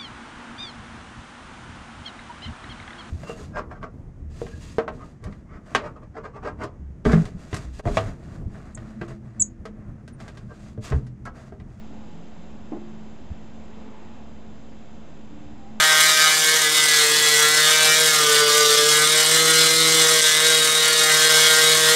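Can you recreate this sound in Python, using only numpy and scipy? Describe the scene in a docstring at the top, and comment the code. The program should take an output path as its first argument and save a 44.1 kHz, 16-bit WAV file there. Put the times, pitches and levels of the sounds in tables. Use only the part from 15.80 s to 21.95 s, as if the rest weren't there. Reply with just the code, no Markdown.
"""A loud, rasping buzz: a model aeroplane's glow-fuel engine flat out on a garage floor, about 156 turns/s.
Exhaust and propeller give two sharp bursts a turn, heard as a stack of shaft orders (harmonics of the
rotation) over pulsing turbulence; the exhaust port adds a crack and the propeller a low rush of air.
As the speed sags and recovers, the orders slide through the hard room's resonances, so single ones
swell and fade."""
import sys
import numpy as np
from scipy import signal
from scipy.fft import rfft, irfft, next_fast_len
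from scipy.io import wavfile
from scipy.ndimage import uniform_filter1d, minimum_filter1d, map_coordinates

SR = 44100
rng = np.random.default_rng(int(sys.argv[2]) if len(sys.argv) > 2 else 0)


def waveform_to_disk(signal):
    """Save audio, clipped to [-1, 1], as 16-bit WAV at the path in sys.argv[1]."""
    frames = np.transpose(np.atleast_2d(signal))
    scaled = np.clip(frames, -1, 1) * 32767
    samples = np.round(scaled).astype(np.int16)
    wavfile.write(sys.argv[1], SR, samples)


N = 271215

# spectrum of the propeller wash: (frequency [Hz], relative density [dB])
WASH_SPECTRUM = [(20, -30), (45, -72), (75, -10), (120, 4), (250, 6), (400, 11.5), (700, 1), (1500, 5),
                 (4000, -59)]
# rumble, growing as the microphone starts to move: (time [s], level [dB])
RUMBLE_LEVEL = [(0, -76), (3.3, -75), (4.5, -65), (4.85, -60), (5.1, -65), (5.9, -53)]
# rotation of the crankshaft: (time [s], speed [turns/s])
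SHAFT_SPEED = [(0.0, 156.3), (0.26, 156.0), (0.33, 156.9), (0.65, 156.7), (0.76, 157.7), (0.87, 152.7),
               (0.97, 155.5), (1.28, 149.9), (1.37, 152.4), (1.43, 151.4), (1.63, 151.1), (1.9, 155.4),
               (2.07, 155.5), (2.24, 157.8), (2.46, 150.3), (2.72, 147.8), (2.79, 149.7), (2.92, 148.1),
               (3.05, 149.0), (3.12, 151.2), (3.22, 151.8), (3.39, 156.2), (3.46, 156.4), (3.54, 159.4),
               (3.92, 159.3), (3.99, 160.9), (4.31, 158.4), (4.54, 155.0), (4.68, 158.4), (4.85, 156.6),
               (5.2, 156.7), (5.31, 155.8), (5.45, 156.8), (6.15, 157.5)]
# loudness of the bursts in three bands: (time [s], bark [dB], rasp [dB], fizz [dB])
BURST_LEVELS = [(0.03, -18.5, -21, -22.5), (0.15, -20.5, -24, -23.5), (0.21, -18.5, -20, -18.5),
                (0.33, -22, -19, -24), (0.49, -19.5, -20.5, -22), (0.59, -25, -22, -23.5),
                (0.77, -24.5, -19.5, -22.5), (0.89, -24, -25.5, -25.5), (0.95, -22.5, -22, -20.5),
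                (1.03, -25.5, -22.5, -24), (1.21, -24, -19.5, -21.5), (1.31, -25, -23.5, -22.5),
                (1.67, -21.5, -22.5, -21.5), (1.77, -22.5, -21.5, -22.5), (1.83, -20.5, -21.5, -21.5),
                (2.11, -22, -18.5, -22), (2.21, -22.5, -22, -23), (2.37, -18.5, -20.5, -21.5),
                (2.45, -21.5, -21.5, -23.5), (2.57, -21, -18, -23), (2.63, -23.5, -23.5, -27),
                (2.73, -22, -20.5, -22), (2.87, -28, -19, -23.5), (2.93, -21, -19, -20.5),
                (3.05, -24.5, -20, -25), (3.11, -19, -20, -21.5), (3.25, -22, -22.5, -25),
                (3.51, -21.5, -19.5, -24), (3.57, -20, -17.5, -21.5), (3.61, -26, -23, -24.5),
                (3.71, -22.5, -18.5, -22), (3.99, -25, -20, -23.5), (4.33, -21.5, -19.5, -22.5),
                (4.61, -23, -22.5, -25), (4.67, -23, -19.5, -23), (4.91, -24, -24, -24.5),
                (5.09, -20, -21, -25), (5.19, -25, -20.5, -26), (5.31, -18.5, -20.5, -22.5),
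                (5.61, -20.5, -18, -20.5), (5.69, -19, -19, -20), (6.09, -21.5, -20, -23)]
# overlap of those bands: (frequency [Hz], bark [gain], rasp [gain], fizz [gain])
BANDS = [(2300, .84, .11, .057), (3000, .44, .98, .49), (5000, .057, .66, .13), (7000, .057, .076, .79)]
# bands shaped, mostly hollowed, by reflections near the engine: (centre [Hz], width [Hz], gain [dB])
REFLECTION_BANDS = [(880, 190, -1.5), (1401, 43, -5), (1813, 38, -2), (2720, 170, -3), (3120, 59, -5),
                    (3176, 60, -4.5), (3635, 69, -4.5), (4040, 55, -5.5), (4410, 104, -8),
                    (4970, 115, -0.5), (5740, 49, 4.5)]
# spectrum of the bursts' turbulent gas: (frequency [Hz], relative density [dB])
GAS_SPECTRUM = [(90, -70), (250, -44), (500, -12), (900, -11.5), (1300, -3.3), (2000, -5.3), (2550, -7),
                (3400, -6.6), (4300, -3.5), (5300, -1.8), (7600, 0), (9800, -6.3), (11200, -6),
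                (13000, -11.5), (15500, -17)]
# modes of the metal silencer and crankcase: (centre [Hz], width [Hz], gain [dB])
METAL_MODES = [(3790, 70, -8), (7600, 93, -9), (8100, 170, -2), (8920, 170, 0), (10800, 150, -5)]
# how much of their ring reaches the microphone: (time [s], gain [dB])
RING_GAIN = [(0, -16), (1, -2), (2, -3), (2.9, -4), (3.2, 7.5), (4.3, 4.5), (5, 5.5), (6.15, -1)]
# standing waves of the garage, driven by orders 1-4: (centre [Hz], width [Hz], level [dB])
STANDING_WAVES = [(152.8, 7.3, -41), (160.2, 3.9, -38), (302.6, 18, -46.5), (320.6, 3.6, -37),
                  (444.3, 13.6, -23.5), (456, 12, -38.5), (476.4, 14.6, -29), (595.3, 11, -34.5),
                  (626.7, 20, -36.5)]
# the drone of those four orders as the microphone moves about: (time [s], gain [dB])
DRONE_GAIN = [(0.2, -2.5), (1.0, -4.5), (1.8, 0), (2.3, 0), (3.0, 1), (4.4, 2.5), (4.5, -3), (4.7, 2.5),
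              (4.92, -2), (5.45, 3)]
# the microphone leaves a node of the third order's standing wave: (time [s], gain [dB])
NODE_GAIN = [(0.45, -11.5), (0.75, 0.5), (1.4, 0.5)]
# envelope of the bright orders, above the drone: (frequency [Hz], relative level [dB])
ORDER_SPECTRUM = [(780, -18.5), (950, -17.5), (1100, -17.5), (1400, -4.5), (1850, -7.5), (2250, -9.5),
                  (2450, -20), (2700, -24.5), (3000, -15.5), (3600, -11.5), (4300, -12.5), (5400, -12.5),
                  (8000, -18), (9500, -20)]
# midrange orders, weaker while the microphone points away: (time [s], gain [dB])
FACING_GAIN = [(2.1, 1), (2.45, -4.5), (3.2, -1.5), (4.1, -2), (5.15, -1), (5.4, -1)]
# narrow room resonances that pick out bright orders: (centre [Hz], width [Hz], level [dB])
ROOM_MODES = [(2967, 53, -35), (3320, 50, -32.5), (3407, 10, -30.5), (3510, 24, -28.5), (4135, 23, -30),
              (4286, 56, -33.5), (4730, 99, -36.5)]
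# the microphone crosses one order's standing wave: (start [s], end [s], order [number], level [dB])
ORDER_SWELLS = [(0.0, 0.52, 4, -36), (0.0, 0.52, 8, -28), (0.0, 0.54, 10, -26), (0.02, 0.38, 12, -28),
                (0.2, 0.6, 15, -30), (0.25, 0.78, 11, -29), (0.24, 0.52, 24, -28), (0.62, 0.8, 14, -29),
                (0.66, 0.82, 12, -28), (0.8, 1.15, 2, -43), (0.82, 1.75, 13, -27.5), (0.94, 1.01, 23, -25),
                (0.95, 1.01, 24, -26), (1.03, 1.24, 11, -27), (1.13, 1.26, 10, -28), (1.19, 1.25, 25, -25),
                (1.28, 1.65, 22, -28), (1.55, 1.76, 13, -29.5), (1.2, 1.7, 17, -35), (1.9, 2.12, 17, -33),
                (1.1, 1.86, 28, -30), (1.8, 1.9, 23, -26), (1.82, 2.05, 24, -27), (1.85, 2.3, 4, -35),
                (1.86, 2.17, 15, -26.5), (1.84, 2.03, 19, -29), (2.03, 2.17, 12, -28),
                (2.12, 2.31, 10, -29), (2.14, 2.28, 24, -27), (2.3, 2.68, 8, -28), (2.34, 2.42, 25, -26),
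                (2.46, 2.62, 10, -24.5), (2.58, 2.96, 32, -31), (2.7, 3.3, 8, -26.5), (2.7, 3.3, 10, -29),
                (3.12, 3.3, 9, -30), (3.12, 3.25, 25, -27), (3.36, 3.42, 24, -25), (3.3, 5.2, 7, -39),
                (3.5, 4.4, 8, -32), (3.5, 4.3, 13, -30), (3.52, 4.2, 26, -28), (3.52, 4.1, 25, -30),
                (3.5, 4.3, 19, -31), (4.19, 4.41, 10, -27), (4.42, 4.8, 13, -30), (4.2, 6.15, 24, -28.5),
                (4.64, 4.76, 10, -24.5), (4.64, 4.75, 24, -29), (4.8, 4.87, 24, -31), (4.94, 5.27, 24, -36),
                (5.27, 5.37, 13, -26), (5.28, 5.85, 21, -28), (5.28, 6.15, 7, -35), (5.36, 5.7, 10, -25.5),
                (5.7, 6.15, 10, -30), (5.4, 6.15, 27, -31), (5.64, 5.83, 12, -29), (5.68, 5.75, 24, -33),
                (5.81, 6.12, 24, -28)]


def amp(db):
    """Decibels to amplitude ratio."""
    return 10 ** (np.asarray(db) / 20)


def unit(x):
    """Normalisation to rms 1."""
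    return x / np.sqrt(np.mean(x ** 2) + 1e-20)


def along(points, hz):
    """Interpolation of a spectrum on a logarithmic frequency axis."""
    f, level = np.transpose(points)
    return np.interp(np.log(hz + 1), np.log(f + 1), level)


def curves(rows, t):
    """Linear interpolation of each column after the time, at times t."""
    times, *columns = np.transpose(rows)
    return np.array([np.interp(t, times, column) for column in columns])


def wobble(rate, t):
    """Smooth random modulation with rate knots a second."""
    return map_coordinates(rng.standard_normal(4096), [t * rate], mode="mirror")


def drift(rate, t):
    """Random phasor: amplitude and phase both wander."""
    return wobble(rate, t) + 1j * wobble(rate, t)


def filtered(x, response):
    """Linear filtering: the spectrum of x times a frequency response."""
    size = next_fast_len(N + SR // 2)
    return irfft(rfft(x, size) * response(np.fft.rfftfreq(size, 1 / SR)), size)[..., :N]


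def band_shares(hz):
    """Crossover: the weights of a frequency in the bark, rasp and fizz bands."""
    edges, *bands = np.transpose(BANDS)
    return np.array([np.interp(np.log(hz + 1), np.log(edges), band) for band in bands])


def wash(t, level_db=-41, gust_db=1.5, lump_db=4.5, rumble_hz=88):
    """Turbulent flow: air thrown back by the propeller makes a low rush, over a gusty rumble."""
    air = unit(filtered(rng.standard_normal(N), lambda f: amp(along(WASH_SPECTRUM, f))))
    rumble = unit(filtered(rng.standard_normal(N), lambda f: f ** 3 / (1 + (f / rumble_hz) ** 8)))
    rush = air * amp(level_db + gust_db * wobble(12, t))
    return rush + rumble * amp(curves(RUMBLE_LEVEL, t)[0] + lump_db * wobble(20, t))


def wall_echoes(x, strength=0.47, longest_s=.02, count=9):
    """Early reflections: floor and walls add delayed, weaker copies of x."""
    out = x
    for i in range(count):
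        delay = longest_s * (i + rng.uniform(0.2, 1)) / count
        out = out + strength * np.exp(-i / count) * np.roll(x, int(delay * SR))
    return out


def interference(hz):
    """Interference with close reflections sets a steady gain at each frequency."""
    return amp(sum(db * 2 ** -((2 * (hz - centre) / width) ** 2)
                   for centre, width, db in REFLECTION_BANDS))


def resonance(modes, hz, steepness):
    """Forced resonance: each mode responds most to a tone at its centre, and their powers add."""
    centre, width, db = np.transpose(modes)[:, :, None]
    return np.sqrt(np.sum(amp(db) ** 2 / (1 + abs(2 * (hz - centre) / width) ** steepness), axis=0))


def swell_gain(order, t, edge_s=1.2):
    """An order swells at its antinodes; short waves pass sooner, so the ramps last edge_s / order."""
    inside_s = lambda start, end: np.minimum(t - start if start else 1, end - t)
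    return sum(amp(db) * np.clip(.5 + inside_s(start, end) * order / edge_s, 0, 1)
               for start, end, k, db in ORDER_SWELLS if k == order)


def shaft_turns(t, hunt=.22, jitter_turns=.001):
    """Rotation is the integral of speed; the speed hunts a little and the firings scatter in time."""
    speed = curves(SHAFT_SPEED, t)[0] + hunt * wobble(24, t)
    return np.cumsum(speed) / SR + jitter_turns * wobble(110, t)


def metal_response(f):
    """Silencer and crankcase respond as a sum of damped oscillators."""
    return sum(amp(db) * 1j * f * width / (centre ** 2 - f ** 2 + 1j * f * width)
               for centre, width, db in METAL_MODES)


def rasp(t, turns, lag, second=0.82, level_db=2.5, decay_turns=0.096, scatter_db=5.0, reverberant=.9):
    """Pulsed turbulence: two puffs of gas a turn ring the metal; reverberation fills the gaps."""
    puff = lambda delay: np.exp(-((turns - delay) % 1) / decay_turns)
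    puffs = (puff(0) + second * puff(lag)) * amp(scatter_db * wobble(260, t))
    gas = wall_echoes(np.hypot(unit(puffs), reverberant) * rng.standard_normal(N))
    # the topmost hiss flows more evenly than the puffs
    even = lambda f: np.interp(f, [7500, 12000], [0, .7])
    hiss = filtered(rng.standard_normal(N), even)
    gas = filtered(unit(gas), lambda f: np.sqrt(1 - even(f) ** 2)) + hiss
    gas = unit(filtered(gas, lambda f: amp(along(GAS_SPECTRUM, f)) * interference(f)))
    ring = filtered(gas, metal_response) * amp(curves(RING_GAIN, t)[0])
    return np.sum(filtered(gas + ring, band_shares) * amp(curves(BURST_LEVELS, t) + level_db), axis=0)


def crack(t, turns, level_db=-7.0, width_turns=0.0071, band_hz=(1000, 7500), scatter_db=2.0):
    """Sudden pressure release: the exhaust port opens once a turn and radiates a sharp spike."""
    from_opening = (turns + .5) % 1 - .5
    spike = -np.exp(-(from_opening / width_turns) ** 2)
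    spike = signal.sosfilt(signal.butter(2, band_hz, "band", fs=SR, output="sos"), spike)
    return spike * amp(level_db + scatter_db * wobble(150, t))


def drone_order(k, hz, t):
    """Standing waves: the amplitude of low order k rises when its frequency meets a room mode."""
    node_db = curves(NODE_GAIN, t)[0] if k == 3 else 0
    standing = resonance(STANDING_WAVES, hz, steepness=3) * amp(curves(DRONE_GAIN, t)[0] + node_db)
    return np.hypot(standing, swell_gain(k, t))


def bright_order(k, hz, phase, t, level_db=-2.0, swell_db=0.5, flutter_db=1.9):
    """Multipath fading, until a resonance holds order k: gives its phasor and the share that is held."""
    shares = band_shares(hz)
    loudness = np.sum(shares * amp(curves(BURST_LEVELS, t)), axis=0)
    facing_db = shares[0] * curves(FACING_GAIN, t)[0]
    gain = amp(along(ORDER_SPECTRUM, hz) + level_db + facing_db) * loudness * interference(hz)
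    resonant = resonance(ROOM_MODES, hz, steepness=4) * unit(loudness)
    held = np.hypot(resonant, swell_gain(k, t) * amp(swell_db))
    held_share = held / np.hypot(held, gain)
    flutter = amp(flutter_db * wobble(38, t))
    fading = phase + drift(8, t)  # echo phases drift as the microphone moves
    fading /= np.cbrt(abs(fading))  # shallower fades
    fading /= np.sqrt(np.mean(abs(fading) ** 2))
    return phase * held * flutter + (1 - held_share) * gain * fading, held_share


def buzz(t, turns, lag, second=0.67, rattle_rad=1.062, sway_per_order=.012, count=60):
    """Fourier series: two bursts a turn sum to harmonics of the shaft speed, each coloured by the room."""
    slow = t[::128]
    speed = np.gradient(turns[::128], slow)
    # phases that wander from order to order draw each burst out into a short rattle
    spread = np.exp(1j * np.cumsum(rattle_rad * rng.standard_normal((count, 2)), axis=0))
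    rotation = np.exp(2j * np.pi * turns)
    carrier, out = 1, 0
    for k, (early, late) in enumerate(spread, 1):
        direct = early + second * late * np.exp(-2j * np.pi * k * lag)
        phase = direct / abs(direct)
        if k <= 4:
            phasor = phase * drone_order(k, k * speed, slow)
            sway, blur = .14, .085
        else:
            phasor, held_share = bright_order(k, k * speed, phase, slow)
            sway, blur = .16 + sway_per_order * k * (1 - held_share / 2), .0025 * k
        # uneven firings echo round the room: each order sways, shivers and blurs at constant mean power
        roughness = sway * (drift(20, slow) + drift(48, slow) / 2) + blur * drift(110, slow)
        phasor = phasor * (1 + roughness) / np.sqrt(1 + 2.5 * sway ** 2 + 2 * blur ** 2)
        carrier = carrier * rotation
        out = out + (np.interp(t, slow, phasor) * carrier).real
    return np.sqrt(2) * out


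def scene(buzz_burble=0.015, rasp_burble=0.18, lag_turns=.46, flutter_db=0.5):
    """Superposition of engine and wash; roughly every fourth firing is harder, a slight burble."""
    t = np.arange(N) / SR
    turns = shaft_turns(t)
    burble = np.sin(np.pi * turns / 2 + 3.0 * wobble(2.6, t))
    tone = (1 + buzz_burble * burble) * (buzz(t, turns, lag_turns) + crack(t, turns))
    gas = (1 + rasp_burble * burble) * rasp(t, turns, lag_turns)
    engine = (tone + gas) * amp(flutter_db * wobble(21.92, t))
    return (engine + wash(t))[None]


def record(dry, ceiling=.73, hold=SR // 250, top_hz=15700):
    """Peak and band limiting: the gain dips at the tallest peaks, and nothing above top_hz passes."""
    needed = ceiling / np.maximum(abs(dry), ceiling)
    gain = uniform_filter1d(minimum_filter1d(needed, 2 * hold + 1), hold)
    return filtered(dry * gain, lambda hz: hz < top_hz)


dry = scene()
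out = record(dry)
waveform_to_disk(out)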